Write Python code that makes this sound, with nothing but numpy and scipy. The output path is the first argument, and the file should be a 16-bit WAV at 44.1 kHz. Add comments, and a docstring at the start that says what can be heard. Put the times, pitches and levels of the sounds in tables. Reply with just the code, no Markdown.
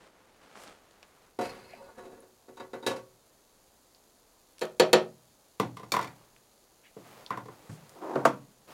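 """A wire skimmer works a doughnut fryer in a small kitchen: it lowers the dough in, knocks and scrapes
along the tank and is rapped on the rim, then dropped on a baking tray. The tray and a smaller tin slide
over the wooden worktop and knock together. Each hit is a set of ringing modes with a noisy crack and
tail; each scrape is a stream of tiny slips. Underneath, bursting steam bubbles keep the hot oil
sizzling faintly over a low room tone."""
import sys
import numpy as np
from scipy import signal
from scipy.fft import rfft, irfft
from scipy.io import wavfile

SR = 44100
rng = np.random.default_rng(int(sys.argv[2]) if len(sys.argv) > 2 else 0)


def wav_out(sig):
    """Save sig, one row per channel (or a flat mono array), as 16-bit PCM at SR to the path in sys.argv[1]."""
    wavfile.write(sys.argv[1], SR, np.round(np.clip(np.atleast_2d(sig).T, -1, 1) * 32767).astype(np.int16))


N = 384993

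# Hits: (time [s], bass [dB], middle [dB], treble [dB], favoured pitch [Hz])
TANK_TOUCHES = [(1.388, -29.5, -35.5, -50.5, 716, -62), (1.41, -37, -36, -47, 705, -64),
                (1.448, -36.5, -42, -50, 930, -62), (1.982, -52, -54, -62, 378, -64),
                (2.052, -47, -61, -66, 394, -64), (2.115, -53, -65, -71, 710, -66),
                (2.17, -54, -62, -82, 465, -72), (2.222, -56, -62.5, -80, 397, -66),
                (2.482, -49, -57.5, -72, 417, -66), (2.569, -54, -49, -61, 940, -56),
                (2.598, -43.5, -43, -58, 864, -44), (2.732, -38.5, -43, -57, 500, -46),
                (2.826, -44, -47, -62, 930, -50), (2.864, -28, -30, -32.5, 1712, -31.5),
                (2.908, -35, -38, -48.5, 514, -43), (2.96, -46, -47, -53.5, 520, -58)]  # skimmer on the tank wall; extra column (wire ping [dB])
RIM_RAPS = [(4.614, -29.5, -34.5, -40, 470), (4.797, -16, -21.5, -24, 456),
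            (4.93, -15.5, -19.5, -21.5, 480)]  # skimmer on the fryer's rim
TRAY_BLOWS = [(5.5985, -26.5, -25, -35.5, 1176), (5.615, -51, -53, -58, 300),
              (5.769, -55, -42.5, -50.5, 1190), (5.796, -49.5, -47, -58, 1000),
              (5.831, -49.5, -46, -58, 1190), (5.939, -38.5, -25, -38, 1040),
              (5.9655, -38, -24.5, -38.5, 980), (5.99, -45, -29, -45, 990), (6.012, -43, -42, -44.5, 1420),
              (6.043, -50, -44, -49, 1430), (6.9655, -44.5, -59, -76, 445), (7.3055, -41, -29.5, -49, 1070),
              (7.373, -42, -36, -53, 960), (7.456, -49.5, -53, -62, 436), (7.484, -47.5, -47.5, -66, 437)]  # blows and bounces on the baking tray
HANDLE_BOUNCES = [(5.9195, -37, -32.5, -30.0, 2320), (5.948, -52, -36, -48, 6840),
                  (6.027, -67, -45, -49.5, 6840), (6.072, -76, -51.5, -57, 2320)]  # the wire handle landing
WORKTOP_BUMPS = [(7.693, -42, -54.5, -72, 159), (7.712, -46, -70, -63, 118)]  # soft thuds on wood
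TIN_KNOCKS = [(8.156, -25.5, -31, -59, 373), (8.2515, -22, -16, -33, 694)]  # tin against tray

# Ringing modes of each body: (pitch [Hz], relative level [dB], t60 [s])
TANK_RING = [(120.8, -18.5, 0.98), (221.2, -5, 0.25), (256.7, -2.5, 0.22), (376, 0.5, 0.49),
             (462, -4, 0.36), (517.3, -1, 0.26), (543.7, -4.5, 0.35), (720, -2, 0.19), (913, 1, 0.15),
             (937, -2.5, 0.23), (1115, -4, 0.3), (1450, -6, 0.25), (1700, -5, 0.18), (2665, -16, 0.18),
             (3944, -9.5, 0.14)]
WIRE_RING = [(3797, 3, 0.075), (3700, -5.5, 0.071), (4720, -9, .06)]
SHAFT_RING = [(2190, 1, 0.087), (2574, 1, 0.15), (4280, 5, 0.05), (4630, 3, .05), (4830, 1, 0.085)]
RIM_RING = [(124.5, -25, 0.74), (164, -15.5, 0.4), (217.7, -8, 0.33), (369, 5, 0.27), (442, -5.5, 0.21),
            (476.5, -6, 0.27), (517, -1, 0.24), (621, -5.5, 0.32), (631.5, -4, 0.3), (817, -12, 0.26),
            (943, -1.5, 0.14), (1274, -5.5, 0.21), (1727, -1.5, 0.12), (1427, -9.5, 0.11),
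            (2982, -13.5, 0.12), (3190, -12, 0.17), (3420, -14, 0.13), (3890, -14.5, 0.15),
            (4680, -14, 0.12), (4400, -13, 0.13), (4395, -12.5, 0.14), (7060, -8, 0.09)]
TRAY_RING = [(120.7, -6, 0.76), (168, -3, 0.41), (203, -1.5, 0.23), (299, -2.5, 0.2), (437.3, 9, 0.087),
             (715, -7.5, 0.11), (974, 2, 0.073), (1035, 4.5, 0.14), (1110, 7.5, 0.04), (1180, 1.5, 0.08),
             (1424, -6.5, 0.22), (2130, -13, 0.094)]
HANDLE_RING = [(2330, -6.5, 0.038), (3610, -3.5, 0.043), (4400, -2, 0.051), (6840, -6, 0.029)]
WORKTOP_RING = [(117, 9, 0.17), (159, -6.5, 0.26)]
TIN_RING = [(132.3, -13, 0.64), (327.5, -12, 0.21), (371, -1, 0.098), (481, -5, 0.27), (620, -11.5, 0.24),
            (668, 1.5, 0.12), (908, 2, 0.078), (1223, -6, 0.1), (1340, -1.5, 0.095), (1540, -3, 0.049)]

# Colour of each body's wash of weaker modes: (frequency [Hz], relative level [dB])
TANK_WASH = [(60, -23), (190, -8.5), (290, -3.5), (527, 3.5), (615, -5), (698, -6), (924, 1.5),
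             (1300, -5.5), (2090, -13), (3760, -24.5), (5590, -23), (9130, -29), (16000, -41)]
RIM_WASH = [(70, -43), (212, -20.5), (287, -20.5), (363, -10.5), (469, -1.5), (698, -12), (1740, -17),
            (2580, -23), (4220, -21), (6140, -35), (7060, -29), (16000, -45)]
TRAY_WASH = [(60, -20), (118, -10), (301, -1.5), (566, -8), (991, -7.5), (1600, -18), (1850, -15.5),
             (2350, -29), (16000, -46.5)]
HANDLE_WASH = [(88, -26), (150, -4), (1600, -6.5), (2310, -13), (2980, -31.5), (3550, -38), (3920, -10),
               (13700, -20.5), (16000, -21)]
WORKTOP_WASH = [(95, -26), (135, 2.5), (300, -16), (1200, -29.5), (16000, -57.5)]
TIN_WASH = [(70, -34), (225, 4), (428, -2.5), (661, 0), (765, -14), (884, -1.5), (1330, -10), (2010, -20.5),
            (2160, -22.5), (3950, -32), (6240, -29.5), (16000, -47)]

# Gestures: (start [s], length [s], level [dB])
DOUGH_NUDGES = [(0.0, 0.067, -57.5), (.12, 1.16, -64.5), (.41, 0.15, -60), (.55, 0.16, -52)]  # dough nudged and scooped up
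SHAFT_SLIDES = [(1.395, 0.11, -46.5), (1.55, 0.5, -57.5), (1.69, 0, -56.5)]  # shaft over the rim
OIL_FLARE = [(1.405, 0.12, -53.5)]  # wet dough meets hot oil
TANK_SCRAPES = [(1.44, 0.46, -43.5), (1.968, 0.13, -46)]  # skimmer along the tank
TRAY_SLIDES = [(6.08, 0.14, -62), (6.96, 0.083, -59), (7.04, 0.18, -54), (7.5, 0.8, -58.5),
               (8.672, 0.055, -50.5)]  # tray over the worktop
TIN_PUSHES = [(7.95, 0.075, -52), (8.012, 0.2, -38.5), (8.07, 0.13, -40.5)]  # tin eased off, then pushed into the tray

# Colour of the rubbing, the oil and the room tone: (frequency [Hz], relative level [dB])
DOUGH_EQ = [(80, -11), (271, -0.5), (369, -2), (515, 0.5), (1220, -2.5), (2430, -9), (9400, -21.5),
            (16000, -45)]
SIZZLE_EQ = [(2000, -10.5), (3200, -6), (4500, -1.5), (5500, -5.5), (6800, -0.5), (8000, -6.5),
             (10500, -4.5), (13000, -8), (16000, -11.5)]
FLARE_EQ = [(2000, 16), (10000, -15), (16000, -18)]
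ROOM_EQ = [(12, -37.5), (20, -5), (49, -9.5), (143, -13), (240, -10), (511, -9), (897, -12.5),
           (3500, -30.5), (7700, -81)]
TANK_SCRAPE_EQ = [(80, -35), (480, -4), (650, -9), (937, -10.5), (1860, -19), (2540, -26), (3170, -32),
                  (10300, -36), (16000, -60)]
TRAY_SLIDE_EQ = [(88, -17), (150, -5), (354, -7.5), (431, -2.5), (1170, -7.5), (1630, -14), (1940, -13.5),
                 (7040, -24.5), (16000, -27.5)]
TIN_DRAG_EQ = [(80, -34.5), (378, 3), (461, -5.5), (687, -2), (937, -3), (1630, -19.5), (2780, -33.5),
               (7870, -42), (16000, -64.5)]

# Snaps of wire, sticky dough, paper and spitting oil: (time [s], level [dB], low cut [Hz], high cut [Hz])
DRY_TICKS = [(0.5551, -53, 990, 1790), (0.636, -60, 1300, 11000), (0.677, -56.5, 700, 4000),
             (0.91, -67, 900, 6500), (1.029, -55.5, 400, 3600), (2.204, -63.5, 9500, 10800),
             (3.948, -63.5, 3800, 5900), (4.583, -59.5, 1300, 6000), (4.594, -56, 2700, 11000),
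             (4.612, -51, 1090, 9900), (4.634, -57, 7440, 12500), (4.654, -58, 3000, 12000),
             (6.364, -64.5, 500, 2980), (7.2632, -49, 3360, 4970), (7.894, -59.5, 5500, 12000),
             (8.157, -53.5, 2500, 5700)]
# Rasps of wire, dough, hand, tray and paper:
# (start [s], length [s], level [dB], centre [Hz], width [octaves])
LIGHT_RASPS = [(0.555, 0.084, -59, 6000, 1.6), (1.683, 0.055, -55, 2230, 0.51),
               (6.829, 0.033, -55.5, 2290, 0.74), (7.299, 0.015, -35.5, 1460, 0.82),
               (7.668, 0.072, -61, 6950, 0.89)]
# Air escaping under the dough: (time [s], pitch [Hz], level [dB], t60 [s])
AIR_BUBBLES = [(1.735, 670, -33, 0.035), (1.805, 541, -39, 0.25)]
# The kitchen's decay: (frequency [Hz], t60 [s])
ROOM_DECAY = [(60, 1), (130, 0.84), (300, 0.28), (1000, 0.23), (4000, 0.19), (8000, 0.16), (16000, 0.11)]
# Bass, middle and treble bands of a hit: (low edge [Hz], high edge [Hz])
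HIT_BANDS = [(85, 700), (700, 2500), (2500, 16000)]

BLOW_S, RING_S = .02, .7  # a hit's level is set over its first BLOW_S; it is cut off at RING_S
CUTOFF_HZ = 16000


def from_db(db):
    """Decibels to gain."""
    return 10 ** (np.asarray(db) / 20)


def rms_one(x):
    """Scale to unit rms."""
    return x / np.sqrt(np.mean(x ** 2) + 1e-20)


def at_hz(points, hz):
    """Read a table along a log-frequency axis."""
    known_hz, values = np.transpose(points)
    return np.interp(np.log(hz), np.log(known_hz), values)


def band(x, low, high, order=3):
    """Causal band-pass."""
    return signal.sosfilt(signal.butter(order, [low, high], "band", fs=SR, output="sos"), x)


def coloured(x, eq):
    """Shape a steady signal with an EQ curve that rolls off beyond its ends; rms 1."""
    hz = np.maximum(np.fft.rfftfreq(N, 1 / SR), 1)
    roll_off = 1 / np.sqrt((1 + (hz / eq[-1][0] / 2) ** 8) * (1 + (eq[0][0] / hz / 2) ** 8))
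    return rms_one(irfft(rfft(x) * from_db(at_hz(eq, hz)) * roll_off, N))


def grains(per_s, spread_db, smooth):
    """Tiny random clicks of uneven size over a share of smooth noise."""
    sizes = from_db(spread_db * np.minimum(rng.exponential(1, N), 4)) * rng.choice([-1, 1], N)
    return rms_one(sizes * (rng.random(N) < per_s / SR)) + smooth * rng.standard_normal(N)


def strokes(rows, attack_s, release_s, easing_db_per_s=0):
    """Envelope of a set of gestures: each builds up, holds or eases off, then dies away."""
    power = 0
    for start, length, db in rows:
        age = np.maximum(np.arange(N) / SR - start, 0)
        held = np.minimum(age, length)
        attack, release = 1 - np.exp(-age / attack_s), np.exp((held - age) / release_s)
        power += (from_db(db - easing_db_per_s * held) * attack * release) ** 2
    return np.sqrt(power)


def wander(per_s):
    """Random modulation: straight lines between random values."""
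    now = np.arange(N)
    return np.interp(now * per_s / SR, now, rng.standard_normal(N))


def surges():
    """Gain of a scrape as the hand presses unevenly."""
    return from_db(3.5 * wander(per_s=45))


def waver(x, share, per_s):
    """The point of contact wanders, and the pitch of the ringing wanders with it."""
    now = np.arange(N)
    return np.interp(now + np.cumsum(share * wander(per_s)), now, x)


def resonate(force, modes):
    """Drive a body's modes with a continuous force; rms 1."""
    out = 0
    for hz, db, t60 in modes:
        radius, angle = from_db(-60 / (t60 * SR)), 2 * np.pi * hz / SR
        poles = [1, -2 * radius * np.cos(angle), radius ** 2]
        out += from_db(db) * signal.lfilter([0, np.sin(angle)], poles, force)
    return rms_one(out)


def wash(eq, crack_s, tail_db, tail_tilt_db, partials_db, count):
    """A body's many weaker modes, one row a hit: a quick crack, then a tail that dies band by band."""
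    t = np.arange(int(RING_S * SR)) / SR
    padded = len(t) + 4000  # run-in for the filters
    # the same body answers every hit, each time a little differently
    noise = rng.standard_normal((2, 1, padded)) + .6 * rng.standard_normal((2, count, padded))
    # scattered treble partials stand out of the wash
    cycles = rng.uniform(1300, 16000, (60, 1)) * np.arange(padded) / SR + rng.random((60, 1))
    partials = rng.normal(1, 0.44, (count, len(cycles))) @ np.sin(2 * np.pi * cycles)
    noise += from_db(partials_db) * rms_one(partials)
    edges = np.geomspace(45, 17000, 23)
    out = 0
    for k, (low, high) in enumerate(zip(edges, edges[1:])):
        hz = np.sqrt(low * high)
        crack = np.exp(-t / (crack_s + 1 / hz))
        tail = from_db(tail_db + tail_tilt_db * np.log2(hz / 1000) - 60 * t / at_hz(ROOM_DECAY, hz))
        noise_band = band(noise[k % 2], low, high, order=2)[:, -len(t):]
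        out += from_db(at_hz(eq, hz)) * rms_one(crack + tail) * noise_band
    echo = np.pad(out, ((0, 0), (int(.0048 * SR), 0)))[:, :len(t)]  # slap off the worktop
    return rms_one(out - from_db(-12.5) * echo)


def struck(hits, modes, eq, wash_db, crack_s, tail_db, tail_tilt_db, contact_s, partials_db=-20):
    """Hits on one body; where and how hard each lands sets its bass, middle, treble and favoured modes."""
    t = np.arange(int(RING_S * SR)) / SR
    out = np.zeros(N + len(t))
    hits, modes_hz = np.array(hits), np.array(modes)[:, 0]
    rings = np.array([from_db(db - 60 * t / t60) * np.sin(2 * np.pi * (hz * t + rng.random()))
                      for hz, db, t60 in modes])
    octaves_off = np.log2(modes_hz / hits[:, 4:5])
    favour_db = 8 * np.exp(-(octaves_off / 0.076) ** 2)
    strengths = from_db(favour_db + rng.normal(0, 1.1, favour_db.shape))
    hardest_db = np.max(hits[:, 1:4])
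    washes = wash(eq, crack_s, tail_db, tail_tilt_db, partials_db, count=len(hits))
    for (s, *levels_db), strength, weak_modes in zip(hits[:, :4], strengths, washes):
        # gentle touches have a slower attack than hard ones
        rise_s = contact_s * from_db(.5 * (hardest_db - max(levels_db)))
        blow = (rms_one(strength @ rings) + from_db(wash_db) * weak_modes) * (1 - np.exp(-t / rise_s))
        for (low, high), db in zip(HIT_BANDS, levels_db):
            part = band(blow, low, high)
            out[int(s * SR):][:len(t)] += from_db(db) * part / np.std(part[:int(BLOW_S * SR)])
    return out[:N]


def room_tone():
    """A low, steady bed of kitchen noise."""
    return from_db(-66.5) * coloured(rng.standard_normal(N), ROOM_EQ)


def oil_sizzle(start_db=-74.5, steady_db=-66, growth_s=1.35):
    """Steam bubbles burst at the surface: the sizzle fades up, and flares as the wet dough goes in."""
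    level_db = steady_db + (start_db - steady_db) * np.exp(-np.arange(N) / SR / growth_s)
    bursts = grains(per_s=5000, spread_db=4.4, smooth=.9)
    flare = strokes(OIL_FLARE, attack_s=0.0095, release_s=0.087) * coloured(bursts, FLARE_EQ)
    return from_db(level_db) * coloured(bursts, SIZZLE_EQ) + flare


def dough_rub():
    """The dough catches and slips in tiny steps as it is scooped up."""
    slips = grains(per_s=1500, spread_db=3.3, smooth=0.88)
    return strokes(DOUGH_NUDGES, attack_s=0.0048, release_s=0.045) * coloured(slips, DOUGH_EQ)


def swishes():
    """Light glancing contacts, each a fine grain in a band of its own."""
    grain = grains(per_s=2800, spread_db=1.4, smooth=0.73)
    out = 0
    for start, length, db, hz, octaves in LIGHT_RASPS:
        edge_ratio = 2 ** (octaves / 2)
        rasp = band(grain, hz / edge_ratio, min(hz * edge_ratio, CUTOFF_HZ), order=2)
        out += strokes([(start, length, db)], attack_s=0.029, release_s=0.026) * rms_one(rasp)
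    return out


def ticks(snap_s=0.00068, trail_db=-18):
    """Tiny snaps, each in a band of its own, with a faint trail of room."""
    t = np.arange(int(RING_S * SR)) / SR
    out = np.zeros(N + len(t))
    decay = np.exp(-t / snap_s) + from_db(trail_db - 60 * t / at_hz(ROOM_DECAY, CUTOFF_HZ))
    for s, db, low, high in DRY_TICKS:
        snap = band(rng.standard_normal(len(t)) * decay, low, high, order=2)
        out[int(s * SR):][:len(t)] += from_db(db) * snap / np.std(snap[:int(BLOW_S * SR)])
    return out[:N]


def tank_knocks():
    """Dipped in the oil, the skimmer touches the tank wall and sets it ringing."""
    return struck(TANK_TOUCHES, TANK_RING, TANK_WASH, wash_db=-2.5, crack_s=0.0027,
                  tail_db=20, tail_tilt_db=1, contact_s=0.00058, partials_db=0.5)


def wire_pings(graze_s=0.0032):
    """The skimmer's wires graze the wall and ring briefly, with a new balance at each touch."""
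    t = np.arange(int(RING_S * SR)) / SR
    out = np.zeros(N + len(t))
    rings = np.array([from_db(db - 60 * t / t60) * np.sin(2 * np.pi * hz * t)
                      for hz, db, t60 in WIRE_RING])
    rings *= 1 - np.exp(-t / graze_s)
    for s, *_, ping_db in TANK_TOUCHES:
        out[int(s * SR):][:len(t)] += from_db(ping_db + rng.normal(0, 3.5, len(rings))) @ rings
    return out[:N]


def shaft_chatter():
    """The skimmer's shaft slips over the rim in uneven jerks; each one clicks and sets it ringing."""
    slips = grains(per_s=400, spread_db=2.5, smooth=0.35) * surges()
    ring = from_db(-3) * waver(resonate(slips, SHAFT_RING), share=.007, per_s=40)
    clicks = from_db(-11) * rms_one(band(slips, 1760, 12000))
    return strokes(SHAFT_SLIDES, attack_s=0.01, release_s=0.039, easing_db_per_s=37.5) * (ring + clicks)


def tank_scrape():
    """The wires drag along the tank and keep its wall ringing, easing off as they go."""
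    slips = grains(per_s=390, spread_db=1, smooth=0.89) * surges()
    rasp = from_db(-8) * coloured(slips, TANK_SCRAPE_EQ)
    ring = from_db(-7) * waver(resonate(slips, TANK_RING), share=.012, per_s=14)
    return strokes(TANK_SCRAPES, attack_s=0.0064, release_s=0.069, easing_db_per_s=14.5) * (rasp + ring)


def bubbles():
    """Air escapes under the dough in large bubbles that ring and rise in pitch."""
    out = 0
    for s, hz, db, t60 in AIR_BUBBLES:
        age = np.maximum(np.arange(N) / SR - s, 0)
        swell = 1 - np.exp(-age / (0.054 * t60))
        chirp = np.sin(2 * np.pi * hz * age * (1 + 0.056 * age / t60))
        out += from_db(db - 60 * age / t60) * swell * chirp
    return out


def rim_raps():
    """The skimmer is rapped on the fryer's rim: one light clang, two hard ones."""
    return struck(RIM_RAPS, RIM_RING, RIM_WASH, wash_db=-1, crack_s=0.0037,
                  tail_db=3.5, tail_tilt_db=-7, contact_s=0.0012, partials_db=-2)


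def tray_clatter():
    """The baking tray clanks under sharp blows and bounces, starting with the dropped skimmer."""
    return struck(TRAY_BLOWS, TRAY_RING, TRAY_WASH, wash_db=-3, crack_s=0.002,
                  tail_db=3, tail_tilt_db=-5, contact_s=0.00023, partials_db=-4)


def handle_rattle():
    """The skimmer's wire handle lands and rattles to rest in short, bright clinks."""
    return struck(HANDLE_BOUNCES, HANDLE_RING, HANDLE_WASH, wash_db=1.5, crack_s=0.0026,
                  tail_db=5, tail_tilt_db=-4.5, contact_s=0.00045, partials_db=-3)


def tray_slide():
    """The tray catches and slips over the wood with a fine-grained hiss."""
    slips = grains(per_s=3000, spread_db=3.8, smooth=1)
    return strokes(TRAY_SLIDES, attack_s=0.0091, release_s=0.12) * coloured(slips, TRAY_SLIDE_EQ)


def worktop_bumps():
    """Soft contacts thud in the worktop's low modes."""
    return struck(WORKTOP_BUMPS, WORKTOP_RING, WORKTOP_WASH, wash_db=-2, crack_s=0.0039,
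                  tail_db=-4, tail_tilt_db=-1, contact_s=.002)


def tin_drag():
    """The small tin catches and slips over the wood with a hollow rasp."""
    slips = grains(per_s=900, spread_db=1.6, smooth=0.87)
    return strokes(TIN_PUSHES, attack_s=0.0059, release_s=0.045) * coloured(slips, TIN_DRAG_EQ)


def tin_knocks():
    """The tin runs into the tray with a double clonk."""
    return struck(TIN_KNOCKS, TIN_RING, TIN_WASH, wash_db=1, crack_s=0.006,
                  tail_db=-4, tail_tilt_db=0, contact_s=0.00045, partials_db=-11.5)


def scene():
    """The mono mix, heard from above the worktop."""
    bed = room_tone() + oil_sizzle()
    handling = dough_rub() + swishes() + ticks()
    fryer = tank_knocks() + wire_pings() + shaft_chatter() + tank_scrape() + bubbles() + rim_raps()
    worktop = tray_clatter() + handle_rattle() + tray_slide() + worktop_bumps()
    tin = tin_drag() + tin_knocks()
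    return (bed + handling + fryer + worktop + tin)[None]


def record(dry):
    """A steep low-pass takes off the very top."""
    return signal.sosfilt(signal.ellip(12, .1, 90, CUTOFF_HZ, fs=SR, output="sos"), dry)


dry = scene()
out = record(dry)
wav_out(out)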